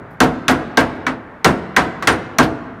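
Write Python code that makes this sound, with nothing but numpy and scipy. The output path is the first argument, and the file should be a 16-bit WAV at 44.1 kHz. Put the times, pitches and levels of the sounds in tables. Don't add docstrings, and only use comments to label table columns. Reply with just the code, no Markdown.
import sys
import numpy as np
from scipy import signal
from scipy.fft import rfft, irfft, next_fast_len
from scipy.io import wavfile
from scipy.ndimage import uniform_filter1d, minimum_filter1d

SR = 44100
rng = np.random.default_rng(int(sys.argv[2]) if len(sys.argv) > 2 else 0)


def gain_from_decibels(decibels):
    exponent = np.asarray(decibels, float) / 20
    return 10 ** exponent


def master(y):
    cut = np.clip(np.atleast_2d(y).T, -1, 1)
    pcm = np.round(cut * 32767)
    wavfile.write(sys.argv[1], SR, pcm.astype(np.int16))


N = 123479


def unit(x):
    return x / np.sqrt(np.mean(x ** 2) + 1e-20)


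def along(points, hz):
    point_hz, value = np.transpose(points)
    return np.interp(np.log(hz + 1), np.log(point_hz + 1), value)


def noise(n, gain):
    m = next_fast_len(n)
    spectrum = rfft(rng.standard_normal(m)) * gain(np.fft.rfftfreq(m, 1 / SR))
    return unit(irfft(spectrum, m)[:n])


def add(track, s, x):
    i = round(s * SR) + SR
    track[i:i + len(x)] += x[:len(track) - i]


def hammering():
    # (time [s], strength [dB], brightness [dB/octave], boom of the clang [dB], drum ring [dB],
    #         clank [dB], garage answer [dB])
    blows = [(-.09, -13, -9.5, -2, -4, -0.5, 9), (0.2031, -2.5, 1.5, -0.9, 4, -11, 1.5),
             (0.4813, -1.5, 0.93, -3.6, 1, 2.8, 2.7), (0.772, 0, -0.17, -5.3, -3.1, -1.7, 2.2),
             (1.0661, -6, -2.5, -10, 1, 4, -3.5), (1.445, -3.5, 2.25, 1.9, 2, 2.5, 1.2),
             (1.7641, -0.5, 0.36, -6.5, -10, 6.5, 3.5), (2.0728, -2, 1.6, -5, -6.5, 5, 1.8),
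             (2.3849, -3, 1.55, 0, 2.7, 3.5, 0.76)]
    # (time [s], strength [dB],
    #         brightness [dB/octave], boom [dB], drum ring [dB], clank [dB], garage answer [dB])
    tap = (2.0245, -17.5, 0.6, -1, -10, 7, 5)
    track = np.zeros(N + SR)
    for row in blows:
        strike(track, *row)
    strike(track, *tap, knock_db=27)
    add_ticks(track)
    add_shank_rings(track)
    return track[SR:]


def strike(track, s, db, bright, boom_db, drum_db, clank_db, wet_db, knock_db=0):
    # (frequency [Hz], relative level [dB], t60 [s])
    body = [(65, -14, .3), (154.2, -14.5, 0.28), (202, -22, 0.13), (322, -15.5, 0.54), (450, -13.5, 0.28),
            (516, -22.5, 0.53), (668.4, -19.5, 0.61), (732.6, -15, .38), (918, -19, 0.29),
            (1087, -8, 0.092), (1440, -30.5, 0.34), (1600, -12.5, 0.18), (1850, -24, 0.083)]
    # (frequency [Hz], relative level [dB], t60 [s])
    drum = [(258.5, -7, 0.35)]
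    # (frequency [Hz], relative level [dB], t60 [s])
    handle = [(1130, -10, .014)]
    # (frequency [Hz], relative level [dB], t60 [s])
    chisel = [(3424, -16, 0.031), (4420, -24, 0.027), (5970, -11.5, 0.015), (6750, -22, 0.023)]
    crack_db, crack_t60_s, crack_rise_s = -9, 0.028, 0.00032
    clang_db, garage_db, modes_to_garage_db = -1.5, -21, -9

    t = np.arange(24000) / SR
    snap = gain_from_decibels(crack_db) * crack(t, crack_t60_s, bright)
    snap = snap * tone(4500, bright, 0) * (1 - np.exp(-t / crack_rise_s))
    dense = gain_from_decibels(clang_db) * clang(t, bright, boom_db)
    modes = ring(body, t, bright, boom_db)
    modes = modes + gain_from_decibels(drum_db) * ring(drum, t, 0, 0)
    modes = modes + gain_from_decibels(clank_db) * clank(t)
    modes = modes + gain_from_decibels(knock_db) * ring(handle, t, 0, 0)
    modes = modes + snap
    direct = dense + modes + ring(chisel, t, bright, 0)
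    add(track, s, gain_from_decibels(db) * direct)
    to_garage = dense + gain_from_decibels(modes_to_garage_db) * modes
    add(track, s, gain_from_decibels(db + garage_db + wet_db) * garage(to_garage))


def crack(t, t60_s, bright):
    # (frequency [Hz], relative level [dB])
    colour = [(300, -31), (1500, 6), (4000, 8), (8000, -10.5), (12000, -8), (16000, -15)]
    burst = noise(len(t), lambda hz: gain_from_decibels(along(colour, hz)) * tone(hz, bright, 0))
    return burst * gain_from_decibels(-60 * t / t60_s)


def clang(t, bright, boom_db):
    # (frequency [Hz], relative density [dB/Hz])
    density = [(24, -32), (40, -0.5), (256, -1.5), (516, -8.5), (1090, -8.5), (1270, -10), (1370, -8),
               (3060, -23), (8990, -35.5), (16000, -60.5)]
    # (frequency [Hz], t60 [s])
    decay = [(60, 0.35), (160, 0.35), (420, 0.43), (1100, 0.26), (2900, 0.22), (7700, .15), (15000, 0.21)]
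    hz = np.fft.rfftfreq(len(t), 1 / SR)
    mids_hz = 40 * 2 ** (np.arange(19)[:, None] / 2)
    masks = np.clip(1 - 2 * np.abs(np.log2((hz + 1) / mids_hz)), 0, 1)
    sheet = noise(len(t), lambda f: gain_from_decibels(along(density, f)))
    bands = irfft(rfft(sheet) * masks, len(t))
    shaped = bands * tone(mids_hz, bright, boom_db) * fading(mids_hz, along(decay, mids_hz), t)
    return np.sum(shaped, 0)


def ring(modes, t, bright, boom_db):
    scatter_db, detune = 2.1, 0.006
    hz, db, t60_s = np.transpose(modes)[:, :, None]
    size = gain_from_decibels(db + scatter_db * rng.standard_normal(hz.shape)) * tone(hz, bright, boom_db)
    hz = hz * (1 + detune * rng.standard_normal(hz.shape))
    sines = np.sin(2 * np.pi * (hz * t + rng.random(hz.shape)))
    return np.sum(size * sines * fading(hz, t60_s, t), 0)


def clank(t, count=16):
    low_hz, high_hz = 951.4, 2254
    level_db, t60_s = -18.5, 0.085
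    place = (np.arange(count) + rng.random(count)) / count
    mode_hz = low_hz * (high_hz / low_hz) ** place
    return ring([(hz, level_db, t60_s) for hz in mode_hz], t, 0, 0)


def tone(hz, bright, boom_db):
    tilt_db = bright * np.log2(1 + hz / 1500)
    shelf_db = boom_db / (1 + (hz / 750) ** 4)
    return gain_from_decibels(tilt_db + shelf_db)


def fading(hz, t60_s, t):
    swell_cycles = 3.5
    return (1 - np.exp(-t * hz / swell_cycles)) * gain_from_decibels(-60 * t / t60_s)


def add_ticks(track):
    # (time [s], level before the rise [dB], brightness [dB/octave], t60 [s])
    ticks = [(0.105, -51, 12, 0.076), (.126, -55, 14, 0.1), (0.234, -22, 13, 0.044),
             (0.505, -18.5, 7, 0.053), (0.661, -66.5, 3, 0.05), (0.802, -19, 7.5, .04),
             (.955, -54, 8, 0.073), (1.097, -40.5, 0, 0.025), (1.789, -28.5, -11.2, 0.03),
             (2.052, -57, 4, .03), (2.11, -28, 3, .04), (2.26, -56, 3, 0.045), (2.425, -17.5, -2, 0.098)]
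    rise_s = 0.007
    t = np.arange(12000) / SR
    for s, db, bright, t60_s in ticks:
        tick = crack(t, t60_s, bright) * (1 - np.exp(-t / rise_s))
        add(track, s, gain_from_decibels(db) * tick)


def add_shank_rings(track):
    # (frequency [Hz], relative level [dB], t60 [s])
    shank = [(8080, -54, .12), (8300, -53, .12), (8480, -57, .15), (8530, -58, .15), (9200, -51.5, .12),
             (9250, -39.5, .15)]
    # (time [s], level [dB])
    rebounds = [(2.108, 6), (2.426, -3)]
    flutter_hz = 150
    t = np.arange(12000) / SR
    for s, db in rebounds:
        free_ring = ring(shank, t, 0, 0)
        chatter = noise(len(t), lambda hz: hz < flutter_hz)
        add(track, s, gain_from_decibels(db) * free_ring * chatter)


def garage(x):
    # (frequency [Hz], t60 [s])
    decay = [(60, 4.7), (250, 2.05), (1000, 2.2), (2500, 1.5), (6000, 0.71), (14000, 0.37)]
    # (frequency [Hz], relative level [dB])
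    colour = [(60, 5.1), (250, 8.85), (1000, 3.93), (2500, 3.5), (6000, 3), (14000, 4)]
    fill_s = 0.02
    hz, t, z = signal.stft(rng.standard_normal(SR * 3 // 2), SR, nperseg=256)
    level_db = along(colour, hz)[:, None] - 60 * t / along(decay, hz)[:, None]
    shape = gain_from_decibels(level_db) * (1 - np.exp(-t / fill_s))
    tail = signal.istft(z * shape, SR, nperseg=256)[1]
    return signal.fftconvolve(x, tail / np.linalg.norm(tail))


def quiet_air():
    # (frequency [Hz], relative density [dB/Hz])
    colour = [(25, -35), (60, -12.5), (130, -2), (250, -15.5), (700, -4.5), (1800, -7.5), (2800, -25.5),
              (5000, -41.5), (16000, -55.5)]
    rms_db = -42
    return gain_from_decibels(rms_db) * noise(N, lambda hz: gain_from_decibels(along(colour, hz)))


def scene():
    return (hammering() + quiet_air())[None]


def roll_off(x):
    return signal.sosfilt(signal.butter(12, 16750, fs=SR, output="sos"), x)


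def record(dry):
    low_cut_hz, top_hz, top_slope_hz = 34.4, 15900, 400
    ceiling, hold_s, knee = 1, 0.0023, 14
    m = next_fast_len(N + SR // 2)
    hz = np.fft.rfftfreq(m, 1 / SR)
    low_cut = (1j * hz / (low_cut_hz + 1j * hz)) ** 2
    high_cut = np.clip((top_hz - hz) / top_slope_hz, 0, 1)
    x = irfft(rfft(dry, m) * low_cut * high_cut, m)[:, :N]

    hold = round(hold_s * SR) + 1
    need = np.minimum(1, 1.17 * ceiling / (np.abs(x) + 1e-9))
    x = x * uniform_filter1d(minimum_filter1d(need, hold), hold)
    x = x / (1 + np.abs(x / ceiling) ** knee) ** (1 / knee)
    return roll_off(x)


dry = scene()
out = record(dry)
master(out)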